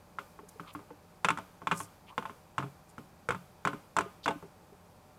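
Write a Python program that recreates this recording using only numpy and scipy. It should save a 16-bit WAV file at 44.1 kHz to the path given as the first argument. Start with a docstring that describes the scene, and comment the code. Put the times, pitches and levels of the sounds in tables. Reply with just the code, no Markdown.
"""Faint room air, a fan and a thin whine, then the close clacks of a hollow plastic toy figure walked by
hand across a glossy tabletop. Each step is a cluster of foot contacts: the shell knocks, its hard edge
ticks, the table thuds and rings, and nearby props throw the sound back. Now and then the hand presses
the toy down with a soft bump, or a foot scuffs along the gloss.
A noise suppressor opens on each sharp sound and lets the hiss swell briefly behind it."""
import sys
import numpy as np
from scipy import signal
from scipy.fft import irfft
from scipy.io import wavfile
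from scipy.ndimage import uniform_filter1d

SR = 44100
rng = np.random.default_rng(int(sys.argv[2]) if len(sys.argv) > 2 else 0)


def generate_wav(signal):
    """Clip the signal to [-1, 1] and save it as 16-bit WAV at the path in sys.argv[1]."""
    frames = np.transpose(np.atleast_2d(signal))
    scaled = np.clip(frames, -1, 1) * 32767
    pcm = np.round(scaled).astype(np.int16)
    wavfile.write(sys.argv[1], SR, pcm)


N = 228482
TIME = np.arange(N) / SR
AGE = TIME[:SR // 2]  # seconds since a contact


def from_db(db):
    return 10 ** (np.asarray(db) / 20)


def rms_one(x):
    return x / np.sqrt(np.mean(x ** 2) + 1e-20)


def add(out, sound, start_s):
    """Mix a sound into the track."""
    start = max(round(start_s * SR), 0)
    out[start:start + len(sound)] += sound[:max(N - start, 0)]


def fade(t60_s):
    """Free decay after a contact."""
    return np.exp(-np.log(1000) * AGE / t60_s)


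def swell(rise_s):
    """Soft attack: bending waves take a moment to fill a body."""
    return 1 - np.exp(-AGE / rise_s)


def low_cut(x, edge_hz):
    """A vibrating part hardly radiates below its lowest mode."""
    return signal.sosfilt(signal.butter(2, edge_hz, "high", fs=SR, output="sos"), x)


def band_pass(x, edges_hz, order=2):
    return signal.sosfilt(signal.butter(order, edges_hz, "band", fs=SR, output="sos"), x)


def coloured_noise(spectrum, size):
    """Noise shaped by an EQ curve, at rms 1."""
    hz, db = np.transpose(spectrum)
    bins_hz = np.maximum(np.fft.rfftfreq(size, 1 / SR), 1)
    gain = from_db(np.interp(np.log(bins_hz), np.log(hz), db))
    return rms_one(irfft(gain * np.exp(2j * np.pi * rng.random(len(bins_hz))), size))


def strike(modes, spread_db, detune):
    """Damped sines; strength and pitch shift with the contact point and the grip."""
    hz, db, t60_s = np.transpose(modes)[:, :, None]
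    pitch_jitter, level_jitter = rng.standard_normal((2, len(modes), 1))
    phase = 2 * np.pi * hz * (1 + detune * pitch_jitter) * AGE
    return np.sum(from_db(db + spread_db * level_jitter) * fade(t60_s) * np.sin(phase), axis=0)


def favour(modes, pitch_hz, reach_octaves):
    """The place of contact favours the modes near one pitch."""
    return [(hz, db - min(6 * (np.log2(hz / pitch_hz) / reach_octaves) ** 2, 20), t60_s)
            for hz, db, t60_s in modes]


# EQ curve of the room tone: frequency_hz, gain_db
AIR_SPECTRUM = [(21, -49), (35, -3), (82, -4.5), (185, -1), (272, -7), (587, -6), (667, -13), (758, -4),
                (1300, -12.5), (2110, -21), (2460, -18), (2730, -23.5), (4680, -25), (14800, -29),
                (16000, -42)]
def room_air(level_db=-59.5):
    """A steady bed of room rumble and microphone hiss."""
    return from_db(level_db) * coloured_noise(AIR_SPECTRUM, N)


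# The fan's tones, ahead of the trim: pitch_hz, level_db
FAN_TONES = [(91.5, -68), (172.3, -67), (608.3, -70.5), (753.7, -75)]
def fan(trim_db=-1, waver=1.2):
    """A faint fan hums in a few tones, each wavering on its own."""
    out = np.zeros(N)
    for pitch_hz, level_db in FAN_TONES:
        drift_cycles = waver * np.cumsum(rng.standard_normal(N)) / np.sqrt(SR)
        phase = 2 * np.pi * (pitch_hz * TIME + drift_cycles)
        out += from_db(level_db + trim_db) * np.sqrt(2) * np.sin(phase)
    return out


def whine(pitch_hz=4700, level_db=-85):
    """A very faint, diffuse whine: one narrow band of noise."""
    band = band_pass(rng.standard_normal(N), [pitch_hz - 100, pitch_hz + 100], order=1)
    return from_db(level_db) * rms_one(band)


# Main modes of the toy's shell: pitch_hz, gain_db, t60_s
SHELL_MODES = [(895, -2, 0.046), (1086, 1, 0.033), (1336, 5.5, 0.014), (1700, -15, 0.0034)]
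def clack(pitch_hz):
    """The hollow knock of the shell, at peak 1; so small a body radiates little bass."""
    modes = favour(SHELL_MODES, pitch_hz, reach_octaves=.28)
    knock = band_pass(strike(modes, spread_db=1, detune=.015), edges_hz=[750, 2300])
    return knock / np.abs(knock).max()


# Upper modes of the shell: pitch_hz, gain_db, t60_s
SNAP_MODES = [(1950, -7, .016), (2170, 0, .02), (2430, -3, .028), (2760, -4, .022), (3420, -9, .024),
              (3680, -14, .018)]
def shell_snap():
    """The bright top of the clack: upper modes that harder contacts wake."""
    return low_cut(swell(.0009) * strike(SNAP_MODES, spread_db=2, detune=.025), edge_hz=1700)


# EQ curve of the tick: frequency_hz, gain_db
TICK_SPECTRUM = [(2500, -14), (4200, -3), (5200, -2), (6600, -1), (8200, 0), (10000, -9), (13000, -26),
                 (16000, -36)]
def edge_tick():
    """The foot's hard edge hits: a crisp burst of noise with a faint tail."""
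    envelope = swell(.0007) * fade(.015) + from_db(-26) * fade(.09)
    return coloured_noise(TICK_SPECTRUM, len(AGE)) * envelope


# Modes of the tabletop: pitch_hz, gain_db, t60_s
TABLE_MODES = [(105.8, -12, 0.41), (137.4, -8, 0.26), (167.6, -3.5, 0.18), (182.4, -9.5, 0.24),
               (233.6, -0.5, 0.064), (293, -4, 0.17), (358.4, -14.5, 0.14), (406.7, -0.5, 0.096),
               (480, 2.5, 0.053), (559, -15, 0.31), (674, -7.5, 0.21)]
def table_thud(pitch_hz):
    """The tabletop's low modes give a contact its weight."""
    modes = favour(TABLE_MODES, pitch_hz, reach_octaves=1.52)
    return low_cut(strike(modes, spread_db=5, detune=.0069), edge_hz=65)


# Joint modes of toy and table: pitch_hz, gain_db, t60_s
RING_MODES = [(903, -21.5, 0.14), (1053, -32, 0.37), (1220, -29.5, 0.31), (1245, -29.5, 0.17),
              (1498, -28, 0.18), (1540, -51, .1), (1690, -42, 0.17), (1888, -17, 0.022)]
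def ring(gain_db=-2):
    """Toy and table ring on together after the clack."""
    return from_db(gain_db) * strike(RING_MODES, spread_db=5, detune=.0047)


# EQ curve of the reverb: frequency_hz, gain_db
SCATTER_SPECTRUM = [(100, -16), (200, -7), (450, -6), (720, -11), (950, -1), (1450, 0), (1800, -12),
                    (2300, -8), (3400, -15), (4300, -27), (8000, -33), (16000, -50)]
def scatter(near_db=-15, far_db=-24, room_db=-41):
    """A diffuse tail: sound scatters among near and far props, then dies away in the room."""
    envelope = from_db(near_db) * fade(.035) + from_db(far_db) * fade(.12) + from_db(room_db) * fade(.72)
    return coloured_noise(SCATTER_SPECTRUM, len(AGE)) * envelope


# Early reflections off the backdrop and props: delay_s, gain_db
REFLECTIONS = [(.0030, -13.5), (.0043, -12.5)]
def add_echoes(out, direct, start_s):
    """Close surfaces throw a contact back; the paths change as the toy moves."""
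    for delay_s, gain_db in REFLECTIONS:
        add(out, from_db(gain_db) * direct, start_s + delay_s * rng.uniform(.92, 1.08))


# Foot contacts, each with its clack's peak and favoured pitch: start_s, level_db, pitch_hz
FOOT_CONTACTS = [(.186, -24.5, 1280), (.39, -38, 1010), (0.597, -30.5, 1310), (.75, -30.5, 1070),
                 (.792, -40.5, 1030), (0.905, -41.5, 880), (1.246, -14.5, 1050), (1.251, -17, 1150),
                 (1.286, -14, 1450), (1.304, -16.5, 1130), (1.374, -27, 1410), (1.386, -29, 880),
                 (1.618, -37, 1060), (1.671, -18, 1076), (1.713, -17.5, 1280), (1.717, -18, 970),
                 (1.725, -21.5, 1290), (1.803, -28, 1035), (2.179, -19.5, 1060), (2.225, -31.5, 1000),
                 (2.254, -27, 1030), (2.296, -33, 1080), (2.581, -18.5, 1150), (2.602, -28.5, 1090),
                 (2.626, -30.5, 1220), (2.633, -32.5, 1040), (2.665, -45, 1490), (2.981, -33.5, 1350),
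                 (3.288, -20, 1520), (3.306, -18.5, 1360), (3.321, -28, 1180), (3.347, -28.5, 1280),
                 (3.651, -17, 1210), (3.673, -16, 1160), (3.677, -25.5, 1040), (3.732, -29.5, 1190),
                 (3.966, -16.5, 1050), (3.986, -14.5, 1290), (3.989, -21.5, 1020), (4.008, -21.5, 1090),
                 (4.259, -20, 1310), (4.279, -17.5, 845), (4.284, -20, 820), (4.307, -26, 824),
                 (4.426, -41, 885)]
# How each step lands, shared by the contacts nearest to it:
# time_s, thud_pitch_hz, extra_thud_db, extra_snap_db, extra_tick_db
LANDINGS = [(.2, 425, -5, 3, -28), (.7, 178, 1.5, -9, -9), (1.3, 187, 2, 4.5, 6.5), (1.7, 168, 1, 5.5, 1.5),
            (2.2, 334, -3, 6, -5), (2.6, 174, 4.5, 1.5, -1), (3.3, 160, 4, 2.5, 3.5),
            (3.7, 283, 3, -1.5, 1.5), (4.0, 276, 3, -2.5, 6.5), (4.3, 487, 4.5, 5.5, 3.5)]
def footsteps(firm_db=-16.5, rebound_within_s=.1):
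    """The toy walks: hard contacts are bright, soft ones mostly thud, and rebounds carry less weight."""
    out = np.zeros(N)
    previous_s = -np.inf
    for start_s, level_db, pitch_hz in FOOT_CONTACTS:
        landing = min(LANDINGS, key=lambda row: abs(row[0] - start_s))
        _, thud_pitch_hz, extra_thud_db, extra_snap_db, extra_tick_db = landing
        force_db = level_db - firm_db
        rebound = start_s - previous_s < rebound_within_s
        previous_s = start_s

        # each layer: gain on a firm contact, growth with force, this landing's colour, rebound dip
        thud_db = -33.5 + .56 * force_db + extra_thud_db - 3.5 * rebound
        snap_db = -29.5 + 1.8 * force_db + extra_snap_db - 2.5 * rebound
        tick_db = -42 + 1.08 * force_db + extra_tick_db - 3.5 * rebound

        shell = from_db(snap_db) * shell_snap() + from_db(level_db) * clack(pitch_hz)
        direct = shell + from_db(tick_db) * edge_tick()
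        add(out, direct, start_s)
        add_echoes(out, direct, start_s)

        thud = from_db(thud_db) * table_thud(thud_pitch_hz)
        tail = from_db(level_db) * (ring() + scatter())
        add(out, low_cut(swell(.0036) * (thud + tail), edge_hz=107), start_s)
    return out


# The hand shifts the toy or presses it down: start_s, pitch_hz, gain_db
HAND_PUSHES = [(.392, 415, -43), (.431, 420, -40), (.557, 444, -41), (.907, 481, -36), (3.996, 393, -23.5),
               (4.059, 407, -31.5), (4.285, 421, -21), (4.357, 287, -30.5), (4.451, 403, -38.5),
               (4.723, 404, -41.5)]
def bumps(rise_s=.0037, t60_s=.056):
    """A soft push wakes only one low, well damped mode."""
    out = np.zeros(N)
    envelope = swell(rise_s) * fade(t60_s)
    for start_s, pitch_hz, gain_db in HAND_PUSHES:
        add(out, from_db(gain_db) * envelope * np.sin(2 * np.pi * pitch_hz * AGE), start_s)
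    return out


# Short slides of the toy: middle_s, core_length_s, centre_hz, gain_db
SLIDES = [(0.492, .013, 7640, -57), (0.672, .092, 1190, -55), (.694, 0.057, 2860, -56),
          (0.74, 0.021, 10900, -60.5), (1.801, .11, 7700, -53), (2.091, 0.048, 2540, -58),
          (2.116, 0.068, 1010, -55), (2.9, 0.04, 8050, -65.5), (4.246, 0.029, 3930, -52)]
def scuffs(grain_db=4.5, octaves_at_1khz=.41, widening=.18):
    """Plastic slides on the gloss: a short swell of fine, grainy friction."""
    out = np.zeros(N)
    for middle_s, core_length_s, centre_hz, gain_db in SLIDES:
        size = int(core_length_s * SR * 3 / 2)  # room for the fades
        width_octaves = octaves_at_1khz + widening * np.log2(centre_hz / 1000)
        edges_hz = np.minimum(centre_hz * 2 ** (np.array([-.5, .5]) * width_octaves), SR / 2 - 1000)
        friction = rng.standard_normal(size)
        roughness = rms_one(uniform_filter1d(rng.standard_normal(size), size=40))
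        rub = rms_one(band_pass(friction * from_db(grain_db * roughness), edges_hz))
        add(out, from_db(gain_db) * rub * np.hanning(size), middle_s - size / SR / 2)
    return out


def scene():
    """The walking toy over the room's quiet bed, in mono."""
    return (footsteps() + bumps() + scuffs() + room_air() + fan() + whine())[None]


def suppressor(x, split_hz=3500, threshold_db=-66, knee_db=12, lift_db=7, release_s=.22):
    """The treble opens up when it rises over a threshold, then sinks back slowly."""
    treble = signal.sosfiltfilt(signal.butter(1, split_hz, "high", fs=SR, output="sos"), x)
    treble_db = 10 * np.log10(np.maximum(uniform_filter1d(treble ** 2, size=200), 1e-14))
    opening = np.clip((treble_db - threshold_db) / knee_db, 0, 1)
    held = np.maximum.accumulate(opening + TIME / release_s, axis=-1) - TIME / release_s
    return x + treble * (from_db(lift_db * held) - 1)


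def record(dry, cutoff_hz=16100):
    """Noise suppression, then a steep high cut."""
    high_cut = signal.ellip(10, .1, 80, cutoff_hz, fs=SR, output="sos")
    return signal.sosfilt(high_cut, suppressor(dry))


dry = scene()
out = record(dry)
generate_wav(out)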